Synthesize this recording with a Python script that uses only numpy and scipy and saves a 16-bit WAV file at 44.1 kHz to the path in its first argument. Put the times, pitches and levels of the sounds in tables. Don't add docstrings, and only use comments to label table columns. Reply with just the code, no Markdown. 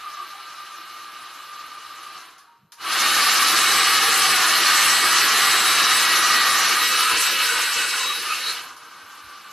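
import sys
import numpy as np
from scipy import signal
from scipy.fft import rfft, irfft, next_fast_len
from scipy.io import wavfile
from scipy.ndimage import uniform_filter1d, map_coordinates

SR = 44100
rng = np.random.default_rng(int(sys.argv[2]) if len(sys.argv) > 2 else 0)


def wav_out(sig):
    wavfile.write(sys.argv[1], SR, np.round(np.clip(np.atleast_2d(sig).T, -1, 1) * 32767).astype(np.int16))


N = 419832
T = np.arange(N) / SR
SIZE = next_fast_len(N + 8192)
HZ = np.fft.rfftfreq(SIZE, 1 / SR)

TURNS = {"off": 0, "low": 171.6, "high": 276.6}
LAG_S = {"off": .43, "low": 0.36, "high": .098}
# start_s, position
SWITCH_MOVES = [(2.201, "off"), (2.762, "high"), (8.51, "off"), (8.77, "low")]
SAG_PER_S = 0.0008

# time_s, upright_share (0 tilted, 1 upright)
UPRIGHT = [(0, 0), (2.72, 0.23), (2.85, 0.019), (6.6, 0.025), (7.15, 1), (7.6, 0.87), (8.52, 0.6),
           (8.7, 0.89), (9.52, 0.93)]

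# pitch_hz, tilted_low_db, tilted_high_db, upright_low_db, upright_high_db
AIR = [(25.0, -48.5, -54.0, -44.0, -54.0), (45.0, -44.5, -51, -39.5, -43), (86, -29, -31, -30, -30),
       (227, -31, -24, -26.5, -29.5), (454, -23, -18, -23.5, -18), (620, -22, -22.5, -25, -26),
       (902, -18.5, -19.5, -22.5, -18.5), (1100, -10.5, -10.5, -11.5, -14),
       (1780, -14.0, -9.5, -19.5, -11.5), (2160, -15.5, -11, -20.5, -13.5), (4110, -16, -9, -22.5, -11.5),
       (8070, -33.5, -22, -30, -23.5), (9800, -30.5, -18.5, -30, -21), (13100, -30, -23.5, -30.5, -24.5)]
# pitch_hz, width_hz, tilted_low_db, tilted_high_db, upright_low_db, upright_high_db
RESONANCES = [(160, 60, 0.0, 3.5, 3.0, 3.0), (278, 26, 2.0, 1.5, 8.0, 4.5), (335, 30, 6.5, 3.0, 6.0, 4.5),
              (470, 110, -1.0, 0.5, 6.0, 6.0), (560, 70, -1.0, -1.0, 0.0, 4.0),
              (756, 36, 6.0, 8.5, 3.0, -1.5), (810, 70, 6.5, 5.0, 4.5, 0.0), (1000, 90, 0.0, 0.5, 3.5, 6.0),
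              (1145, 70, 8.0, 4.5, 1.0, 0.0), (1205, 45, 10.5, 7.5, 3.5, 6.5),
              (1255, 36, 5.0, 3.0, 2.5, 6.0), (1325, 60, 8.0, 4.5, 4.0, 6.5),
              (1480, 80, 0.5, 2.0, 5.5, 9.0), (1560, 80, 6.0, 1.0, 7.5, 0.5),
              (1660, 40, 0.5, 4.5, 0.0, 6.0), (1805, 80, 2.0, 5.0, 0.0, 2.0),
              (2220, 120, 0.0, 6.0, 2.0, 6.0), (2620, 170, 1.0, 2.5, 1.5, 8.0),
              (2930, 230, 5.0, 4.0, 5.5, 6.5), (3500, 450, -1.0, -2.0, 0.0, -2.0),
              (3970, 140, 4.5, 0.0, 1.0, 0.0), (4230, 350, 2.0, 3.5, 3.0, 3.5)]
# base_level_db (at full speed, before the swell), speed_power, swell_share, churn_db,
# splash_db (added churn when blowing hard straight down)
STREAM = [(-39.5, 2.93, 1.08, 1.0, 2.6), (-22.5, 2.64, 1.19, 0.58, 1.9), (-21, 3.13, 1.03, 0.55, 0.26),
          (-24.5, 3.23, 1.12, -0.27, -0.8)]
STREAM_EDGES_HZ = [650, 1700, 5500]
# time_s, body_db, treble_db
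SWELL = [(0, -7.5, -9.5), (2.2, -8.5, -10), (2.5, -6, -11), (2.72, -9, -9), (2.82, 0, -0.5),
         (3.3, -.3, 0.03), (5.1, .5, 0.26), (6.05, 0.05, 0), (6.45, 0, -1.45), (7.05, -3, -1.5),
         (7.6, -5, -3), (8.0, -8, -6.8), (8.2, -10.5, -9), (8.52, -9.5, -8.5), (8.75, -7.5, -12),
         (9.52, -10, -12.5)]
# pitch_hz, side_db
WIDTH = [(20, -70), (3200, -84), (3900, -32.5), (5000, -2), (8000, -6), (13000, -4)]

# time_s, first_db, second_db
WHINE = [(3.15, -46, -30), (3.22, -42, -34), (3.8, -40, -27), (3.88, -34, -32), (4.04, -37, -36),
         (5.29, -29.5, -36), (5.73, -36, -23), (6.38, -24, -36), (6.52, -31, -28), (6.71, -40, -41),
         (6.85, -30, -26), (7.11, -60, -34), (7.16, -36, -35), (7.65, -36.5, -29.5), (7.81, -38, -39),
         (8.1, -45, -27), (8.28, -55, -44), (8.5, -50, -31)]
FIRST_TRIM_DB, SECOND_TRIM_DB = -1.6, -3
FIRST_POWER, SECOND_POWER = 4.8, 7.1
BARREL_HZ, BARREL_WIDTH_HZ, BARREL_LIFT_DB = 1205, 316, 24
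# middle_s, length_s, level_db
THIRD_BEAMS = [(4.65, 0.18, -34), (5.32, .1, -41), (6.26, 0.12, -30), (6.66, .15, -35), (6.92, 0.26, -40),
               (7.28, 0.12, -38)]
FOURTH_BEAMS = [(3.75, .45, -36), (4.27, 0.31, -36), (4.96, 0.55, -35), (5.58, 0.39, -35.5),
                (5.96, .11, -36), (6.33, 0.12, -39), (6.88, 0.082, -37.5), (7.23, 0.13, -34.5),
                (7.76, 0.63, -39)]
THIRD_SPILL_DB, FOURTH_SPILL_DB = -41, -38
WHISTLE_DB, FIFTH_DB = 1.5, -8
FOLD_HZ = 8000
# shaft_multiple, level_against_grille_rush_db
MOTOR = [(1, -37.5), (6, -32), (8, -40)]
PULL_DB, COAST_DB = 3, -6

# time_s, level_db
SING = [(2.44, -95), (2.49, -55), (2.58, -64), (2.68, -79), (2.78, -54), (2.84, -95)]
SING_HZ = 938
# start_s, level_db
SWITCH = [(2.381, -49), (2.72, -42.5), (8.765, -45)]
# pitch_hz, level_db
CLICK = [(150, -25), (600, -14), (1200, 1), (2500, -6), (4700, 0), (7000, -4), (8000, -15), (9500, -3),
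         (13000, -9)]
# middle_s, length_s, pitch_hz, level_db
FLUTTERS = [(.052, 0.033, 1176, -32.5), (.195, .032, 744, -53), (.21, 0.054, 1170, -34),
            (.235, 0.036, 365, -55), (.36, .035, 810, -48), (.8, .04, 336, -56.5), (3.41, 0.093, 1170, -25),
            (6.5, .16, 1163, -26), (7.02, 0.14, 1280, -24), (7.23, .042, 1310, -29),
            (7.51, 0.053, 1456, -27.5), (7.54, 0.046, 480, -39), (7.61, 0.035, 2200, -38),
            (7.68, .069, 1520, -30), (7.83, 0.085, 1490, -29), (7.87, .12, 2650, -35),
            (7.945, 0.013, 1500, -24.5), (8.015, .053, 1040, -32.5), (8.11, 0.068, 1170, -29.5),
            (8.315, .032, 1270, -24.5), (8.34, 0.056, 2620, -28.5), (8.48, 0.069, 4230, -28)]
# middle_s, length_s, pitch_hz, level_db
BUMPS = [(2.64, 0.043, 149, -59), (9.05, .04, 90, -64), (9.27, .05, 85, -60)]
# pitch_hz, level_db
ROOM = [(25, -22), (80, -3), (170, -1), (400, 0), (1000, -10), (4000, -32), (13000, -45)]


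def amp(db):
    return np.exp(np.asarray(db) * (np.log(10) / 20))


def unit(x):
    return x / np.sqrt(np.mean(x ** 2) + 1e-20)


def along(points):
    hz, values = np.transpose(points)
    return np.interp(np.log(HZ + 1), np.log(hz + 1), values)


def curves(rows):
    times, *columns = np.transpose(rows)
    return [np.interp(T, times, column) for column in columns]


def wobble(rate):
    points = rng.standard_normal(int(N * rate / SR) + 4)
    coarse_t = T[::32]
    return np.interp(T, coarse_t, map_coordinates(points, [coarse_t * rate]))


def filtered(x, gain):
    return irfft(rfft(x, SIZE) * gain, SIZE)[..., :N]


def noise(gain):
    white = rng.standard_normal((2, 2 * len(HZ))).view(complex)
    widths = [np.ones_like(HZ), amp(along(WIDTH))]
    x = irfft(white * gain * widths, SIZE)[:, :N]
    return x / (np.std(x[0]) + 1e-20)


def shaft_speed():
    speed = np.full(N, TURNS["low"])
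    for start, position in SWITCH_MOVES:
        age = np.maximum(T - start, 0)
        goal = TURNS[position] * (1 - SAG_PER_S * age)
        speed_at_move = np.interp(start, T, speed)
        eased = goal + (speed_at_move - goal) * np.exp(-age / LAG_S[position])
        speed = np.where(T < start, speed, eased)
    return speed


def speed_db(speed):
    return 20 * np.log10(speed / TURNS["high"])


def flow_levels(speed):
    body_db, treble_db = curves(SWELL)
    swells = [body_db, body_db, treble_db, treble_db]
    return [base_db + power * speed_db(speed) + share * swell_db
            for (base_db, power, share, _, _), swell_db in zip(STREAM, swells)]


def air_colour(posture):
    slope_db = along([(row[0], row[1 + posture]) for row in AIR])
    lift_db = sum(row[2 + posture] / (1 + (2 * (HZ - row[0]) / row[1]) ** 2) for row in RESONANCES)
    return amp(slope_db + lift_db)


def echo(x, delay, sway, strength):
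    late_t = T - delay * (1 + sway * wobble(1.5))
    copy = np.array([np.interp(late_t, T, channel, left=0) for channel in x])
    return (x + strength * copy) / np.hypot(1, strength)


def air(speed):
    upright = np.clip(curves(UPRIGHT)[0], 0, 1)
    high = np.interp(speed, [TURNS["low"], TURNS["high"]], [0.08, 0.99])
    tilted, low = 1 - upright, 1 - high
    shares = np.sqrt([tilted * low, tilted * high, upright * low, upright * high])
    stream = sum(share * noise(air_colour(k)) for k, share in enumerate(shares))
    stream = echo(stream, delay=0.0031, sway=0.0777, strength=0.2)
    stream = echo(stream, delay=0.0085, sway=0.0303, strength=0.21)
    stream = echo(stream, delay=0.013, sway=0.0313, strength=0.23)

    below = [0] + [1 / (1 + (HZ / hz) ** 12) for hz in STREAM_EDGES_HZ] + [1]
    gusts_db = 0.14 * wobble(22)
    weights = shares ** 2
    out = 0
    for k, level_db in enumerate(flow_levels(speed)):
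        band = filtered(stream, below[k + 1] - below[k])
        posture_power = weights @ band[0] ** 2 / weights.sum(axis=1)
        power = posture_power @ weights
        *_, churn_db, splash_db = STREAM[k]
        eddies_db = (churn_db + splash_db * upright * high) * wobble(24)
        out = out + band / np.sqrt(power) * amp(level_db + eddies_db + gusts_db)
    return out


def vary_treble(x, depth_db):
    hz, _, spectrum = signal.stft(x, SR, nperseg=256)
    patches = rng.standard_normal(spectrum.shape[1:])
    patches = uniform_filter1d(patches, size=12, axis=0)
    patches = uniform_filter1d(patches, size=11, axis=1)
    treble = np.interp(hz, [3500, 5500], [0, 1])[:, None]
    gain = amp(depth_db * treble * unit(patches))
    return signal.istft(spectrum * gain, nperseg=256)[1][:, :N]


def tone(phase, level_db):
    shaken = phase + 0.42 * wobble(45)
    waver_db = 2.1 * wobble(26)
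    return np.sqrt(2) * amp(level_db + waver_db) * np.array([np.sin(shaken), np.zeros(N)])


def beams(rows, spill_db):
    coarse_t = T[::64]
    passes = sum(amp(db) / (1 + (2 * (coarse_t - middle) / length) ** 6) for middle, length, db in rows)
    return 20 * np.log10(np.hypot(np.interp(T, coarse_t, passes), amp(spill_db)))


def motor_load_db(speed):
    gain_per_s = np.gradient(speed) * SR
    smooth = uniform_filter1d(gain_per_s, size=1500)
    return np.interp(smooth, [-60, 0, 250], [COAST_DB, 0, PULL_DB])


def fan(speed, swing_db):
    shaft = 2 * np.pi * np.cumsum(speed * (1 + 0.0007 * wobble(11))) / SR
    blade = 7 * shaft
    rush_db = flow_levels(speed)[2]

    first, second = [db + power * speed_db(speed) + swing_db * wobble(7)
                     for db, power in zip(curves(WHINE), [FIRST_POWER, SECOND_POWER])]
    detune_hz = 7 * speed - BARREL_HZ
    first = first + BARREL_LIFT_DB / (1 + (2 * detune_hz / BARREL_WIDTH_HZ) ** 2)
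    spill_db = rush_db + 2.5 * speed_db(speed)
    third = beams(THIRD_BEAMS, spill_db + THIRD_SPILL_DB)
    fourth = beams(FOURTH_BEAMS, spill_db + FOURTH_SPILL_DB)

    out = tone(blade, first + FIRST_TRIM_DB)
    out += tone(2 * blade, second + SECOND_TRIM_DB)
    out += tone(3 * blade, third)
    whistle = 4 * blade
    twin = 2 * np.pi * 2 * FOLD_HZ * T - whistle
    out += tone(whistle, fourth + WHISTLE_DB) + tone(twin, fourth + WHISTLE_DB)
    out += tone(5 * blade, fourth + FIFTH_DB)
    out += sum(tone(multiple * shaft, rush_db + db) for multiple, db in MOTOR)
    out *= amp(motor_load_db(speed))
    out[1] = filtered(out[0], 1j * amp(along(WIDTH))) * wobble(4)
    return out


def housing():
    level_db, = curves(SING)
    sounding = (T > SING[0][0]) & (T < SING[-1][0])
    return sounding * tone(2 * np.pi * SING_HZ * T, level_db)


def switch(t60, snap_db):
    level = np.zeros(N)
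    age = np.arange(SR // 2) / SR
    fade = amp(-60 * age / t60) + amp(snap_db - 60 * age / 0.008)
    for start, db in SWITCH:
        level[round(start * SR):][:len(age)] += amp(db) * fade
    return level * noise(amp(along(CLICK)))


def puffs(rows, width):
    lead = SR // 4
    t = np.arange(-lead, lead) / SR
    hz = np.fft.rfftfreq(len(t), 1 / SR)
    out = np.zeros((2, N + SR))
    for middle, length, pitch, db in rows:
        narrow = 1 / (1 + (2 * (hz / pitch - 1) / width) ** 4)
        ring = irfft(rfft(rng.standard_normal(len(t))) * narrow, len(t))
        swell = np.exp(-2 * (t / length) ** 2)
        ring /= np.sqrt(np.average(ring ** 2, weights=swell ** 2))
        out[0, round(middle * SR):][:len(t)] += amp(db) * ring * swell
    return out[:, lead:lead + N]


def jet_flutters():
    return puffs(FLUTTERS, width=0.11)


def handling_bumps():
    return puffs(BUMPS, width=0.69)


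def room_air():
    return amp(-73.5) * noise(amp(along(ROOM)))


def scene():
    speed = shaft_speed()
    dryer = vary_treble(air(speed), depth_db=2.16) + fan(speed, swing_db=1.0)
    dryer = dryer + housing() + switch(t60=0.26, snap_db=-22)
    mid, side = dryer + jet_flutters() + handling_bumps() + room_air()
    return np.array([mid + side, mid - side])


def record(dry):
    dip_db = -1.8 / (1 + ((HZ - FOLD_HZ) / 450) ** 2)
    bass = HZ / np.hypot(HZ, 15)
    return filtered(dry, bass * amp(dip_db) * (HZ < 13120))


dry = scene()
out = record(dry)
wav_out(out)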